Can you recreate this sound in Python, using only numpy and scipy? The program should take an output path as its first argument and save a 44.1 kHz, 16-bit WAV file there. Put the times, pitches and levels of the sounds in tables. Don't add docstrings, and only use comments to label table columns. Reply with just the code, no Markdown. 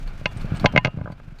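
import sys
import numpy as np
from scipy import signal
from scipy.fft import rfft, irfft, next_fast_len
from scipy.io import wavfile
from scipy.ndimage import uniform_filter1d, minimum_filter1d

SR = 44100
rng = np.random.default_rng(int(sys.argv[2]) if len(sys.argv) > 2 else 0)


def generate_wav(signal):
    frames = np.transpose(np.atleast_2d(signal))
    scaled = np.clip(frames, -1, 1) * 32767
    pcm = np.round(scaled).astype(np.int16)
    wavfile.write(sys.argv[1], SR, pcm)


N = 61739
T = np.arange(16384) / SR
HZ = np.fft.rfftfreq(len(T), 1 / SR)
# f/Hz, level/dB
GRAVEL_EQ = [(2000, 8), (4500, 3.5), (6500, -0.5), (7600, -4), (8600, -6), (10500, -9.5), (13500, -11.5),
             (15500, -17.5)]


def clacks():
    # t/s, level/dB, contact cut-off/Hz, bass/dB, band set by where it lands/Hz, lift/dB, ring/Hz
    hits = [(0.2571, -6, 5360, -5, 2750, 7.5, 3380), (0.6584, 1, 6780, -10, 3510, 7.5, 3050),
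            (0.7613, -1.5, 2400, 0.5, 2700, -1, 2740), (0.776, 1, 3170, -1, 2030, 6.5, 2810),
            (.8478, -4.5, 5500, -1.5, 2650, 3.5, 2760), (.8558, -13, 5000, 7.5, 2230, -6, 2760),
            (0.8702, -20.5, 5070, 13.5, 1530, 2.5, 2760)]
    lift_width_hz, pair_gap_hz = 280, 89
    out = np.zeros(N)
    for s, db, contact_hz, bass_db, band_hz, lift_db, ring_hz in hits:
        lift = amp(lift_db * np.exp(-((HZ - band_hz) / lift_width_hz) ** 2))
        metal = sum(ring(hz, db=-42.5, t60=0.27) for hz in (ring_hz, ring_hz + pair_gap_hz))
        clack = blow(contact_hz, bass_db, steepness=1.74, crack_db=-20, lift=lift, metal=metal)
        add(out, s, amp(db) * clack)
    return out


def knocks():
    # t/s, level/dB, contact cut-off/Hz, steepness/filter orders, bass/dB
    hits = [(.075, -34.5, 1650, 6, -10), (0.212, -25.5, 600, 2.5, 11), (.4460, -22.5, 597, 3, 10),
            (0.6427, -2.5, 990, 2.4, -13), (.6470, 5, 714, 3.2, 3.5), (0.736, -19.5, 793, 2.5, 17),
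            (0.75, -14.5, 803, 2.4, -5.5), (0.8778, -11.5, 807, 2.5, -3), (.9725, -25.5, 701, 3, -8),
            (.9860, -23, 835, 2.5, 2), (1.012, -22, 1110, 2.6, -4), (1.0572, -20.5, 1535, 12, -8),
            (1.074, -20.5, 1660, 12, 1.5), (1.0998, -23.5, 1170, 5, 3), (1.1227, -30.5, 1610, 4, 2),
            (1.1990, -32.5, 1370, 3, -6)]
    out = np.zeros(N)
    for s, db, contact_hz, steepness, bass_db in hits:
        add(out, s, amp(db) * blow(contact_hz, bass_db, steepness, crack_db=-9.5))
    return out


def blow(contact_hz, bass_db, steepness, crack_db, lift=1, metal=0):
    # f/Hz, level/dB, t60/s
    modes = [(169, -5, 0.03), (298.6, -15, 0.026), (541, -24.5, 0.022), (607.3, -8.5, 0.029),
             (723.4, -16.5, 0.044), (839, -19, 0.052), (1009, -20.5, 0.077), (1262, -32.5, 0.15),
             (1602, -5.5, 0.015), (1820, -44.5, 0.32), (2127, -7.5, 0.027), (2222, -10, 0.023),
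             (2540, -12, 0.029), (2764, -12.5, 0.017), (2805, -45.5, 0.25), (3283, -25, 0.045),
             (3790, -25, 0.022), (4090, -30.5, 0.034), (4440, -29, 0.036), (5000, -35, 0.0097),
             (5620, -26.5, 0.011), (6476, -34.5, 0.02)]
    # f/Hz, level/dB
    crack_eq = [(300, -14.5), (1200, 19.5), (1830, -6.5), (2600, 9.5), (5000, 5), (15000, -16.5)]
    # f/Hz, gain/dB
    housing_eq = [(20, -9.5), (60, -14.5), (120, -2), (3000, -2), (6700, -0.5), (7500, -28), (8600, -8.5),
                  (15000, -18)]
    spread_db, bass_hz = 3, 314
    body = sum(ring(hz, db + spread_db * rng.standard_normal(), t60) for hz, db, t60 in modes)
    crack = amp(crack_db) * colour(rng.standard_normal(len(T)), crack_eq) * decay(t60=0.023)
    bass_shelf = amp(bass_db / (1 + (HZ / bass_hz) ** 2))
    lowpass = 1 / np.sqrt(1 + (HZ / contact_hz) ** (2 * steepness))
    tone = causal(lift * bass_shelf * lowpass * eq_gain(housing_eq, HZ))
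    return irfft(rfft(body + crack + metal) * tone * smear())


def smear():
    # delay/s, strength/0-1
    echoes = [(.0003, 0.49), (.0011, 0.67)]
    travel_s = 0.00057
    path = np.exp(-4j * np.pi * travel_s * np.sqrt(HZ * 1000))
    for delay, strength in echoes:
        late = np.exp(-2j * np.pi * HZ * delay)
        path = path * (late - strength) / (1 - strength * late)
    return path


def thumps():
    # t/s, level/dB, pitch/Hz
    bumps = [(.364, -21, 97), (.445, -16, 150), (.520, -12, 128), (0.54, -17, 115), (0.614, -18, 131),
             (0.634, -14, 174), (.736, -20.5, 197), (0.748, -11.5, 166), (0.873, -22.5, 162),
             (0.942, -24, 136), (0.973, -18, 123), (1.013, -19.5, 121), (1.047, -26, 137),
             (1.101, -24.5, 149), (1.124, -27, 117), (1.278, -28.5, 116), (1.322, -32.5, 135)]
    attack_s = 0.0029
    envelope = T / attack_s * np.exp(1 - T / attack_s)
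    frame = ring(hz=153.6, db=-27, t60=0.17)
    out = np.zeros(N)
    for s, db, hz in bumps:
        swing = envelope * np.cos(2 * np.pi * hz * T)
        add(out, s, amp(db) * (swing + frame))
    return out


def ticks():
    # t/s, level/dB, ring/Hz, ring against spray/dB
    stones = [(0.075, -41, 4500, 0.5), (0.371, -45.5, 8600, 2.5), (0.4099, -45, 4270, 1.5),
              (.4529, -46.5, 4500, -16), (0.551, -40.5, 4350, -0.5), (0.562, -47.5, 8300, 2.5),
              (.570, -39, 8650, -8), (0.5975, -33, 4500, -3), (0.609, -44, 5500, -7),
              (.646, -38.5, 8600, -8.5), (0.724, -42, 6600, -16.5), (1.119, -46.5, 4570, -1),
              (1.387, -45.5, 4600, -4)]
    grains_per_s = 9000
    out = np.zeros(N)
    for s, db, hz, ring_db in stones:
        spray = (rng.random(len(T)) < grains_per_s / SR) * rng.standard_normal(len(T))
        ping = unit(signal.fftconvolve(spray, ring(hz, db=0, t60=0.016))[:len(T)])
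        tick = (colour(spray, GRAVEL_EQ) + amp(ring_db) * ping) / np.sqrt(2)
        add(out, s, amp(db) * decay(t60=0.05) * tick)
    return out


def rolling():
    # t/s, wind/dB, tyre rumble/dB, tyre hiss/dB, gravel fizz/dB
    faders = [(0, -37.5, -39.5, -52.5, -52), (0.11, -29.5, -44, -48.5, -61.5), (.17, -35, -41.5, -52, -57),
              (.3, -33.5, -40.5, -49, -59), (.43, -22, -35, -45.5, -53), (.52, -40, -33.5, -42.5, -63),
              (.58, -29.5, -34, -42, -56), (0.699, -38.5, -31.5, -44, -69), (.82, -36, -39, -51.5, -66.5),
              (0.932, -44, -44.5, -54, -71), (1.01, -39, -36, -54.5, -71), (1.15, -45.5, -46, -56.5, -68.5),
              (1.27, -44, -47.5, -57, -67), (1.4, -42, -53, -59, -66.5)]
    # f/Hz, level/dB
    wind_eq = [(10, -12), (30, 2.5), (45, -10), (80, -29), (200, -26.5), (600, -79)]
    rumble_eq = [(40, -13.5), (90, 0.5), (140, -1), (200, -8.5), (300, -16), (600, -35.5), (1500, -72)]
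    hiss_eq = [(150, -18), (350, -0.5), (700, 2.5), (1000, -3.5), (1500, 3), (1900, -8.5), (2400, -3),
               (3500, -14.5), (4600, -18.5), (6000, -30), (10000, -39)]
    # rate/Hz, level/dB
    swell_rates = [(2, -8), (10, 1), (30, -0.5), (80, -16.5), (300, -46)]
    hiss_swell_db, fizz_swell_db = 1, 2.7
    s, *levels = np.transpose(faders)
    wind, rumble, hiss, fizz = (amp(np.interp(np.arange(N) / SR, s, db)) for db in levels)
    swell = colour(rng.standard_normal(N), swell_rates)
    wind *= colour(rng.standard_normal(N), wind_eq)
    rumble *= colour(rng.standard_normal(N), rumble_eq)
    hiss *= amp(hiss_swell_db * swell) * colour(crunch(), hiss_eq)
    fizz *= amp(fizz_swell_db * swell) * colour(crunch(), GRAVEL_EQ)
    return wind + rumble + hiss + fizz


def crunch(grains_per_s=1400, spread_db=3, grain_share=0.35):
    clicks = (rng.random(N) < grains_per_s / SR) * rng.choice([-1, 1], N)
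    grains = clicks * amp(spread_db * np.minimum(rng.exponential(1, N), 4))
    return np.sqrt(grain_share) * unit(grains) + np.sqrt(1 - grain_share) * rng.standard_normal(N)


def ring(hz, db, t60):
    return amp(db) * decay(t60) * np.sin(2 * np.pi * hz * T)


def decay(t60):
    return np.exp(-np.log(1000) * T / t60)


def colour(x, eq):
    size = next_fast_len(len(x), True)
    gain = eq_gain(eq, np.fft.rfftfreq(size, 1 / SR))
    return unit(irfft(rfft(x, size) * gain, size)[:len(x)])


def eq_gain(eq, hz):
    f, db = np.transpose(eq)
    return amp(np.interp(np.log(hz + 1), np.log(f), db))


def causal(gain):
    log_gain = np.log(np.maximum(gain, 1e-5))
    mirrored = np.r_[log_gain, log_gain[-2:0:-1]]
    return np.exp(np.conj(signal.hilbert(mirrored)))[:len(gain)]


def amp(db):
    return 10 ** (np.asarray(db) / 20)


def unit(x):
    return x / np.sqrt(np.mean(x ** 2) + 1e-20)


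def add(mix, s, sound):
    part = mix[round(s * SR):][:len(sound)]
    part += sound[:len(part)]


def scene():
    return (rolling() + knocks() + clacks() + thumps() + ticks())[None]


def record(dry):
    ceiling, window_samples, cutoff_hz = 1, 64, 15300
    gain = ceiling / np.maximum(abs(dry), ceiling)
    held = dry * uniform_filter1d(minimum_filter1d(gain, window_samples), window_samples)
    lowpass = signal.firwin(511, cutoff_hz, window=("kaiser", 9), fs=SR)
    return signal.oaconvolve(held, lowpass[None], "same")


dry = scene()
out = record(dry)
generate_wav(out)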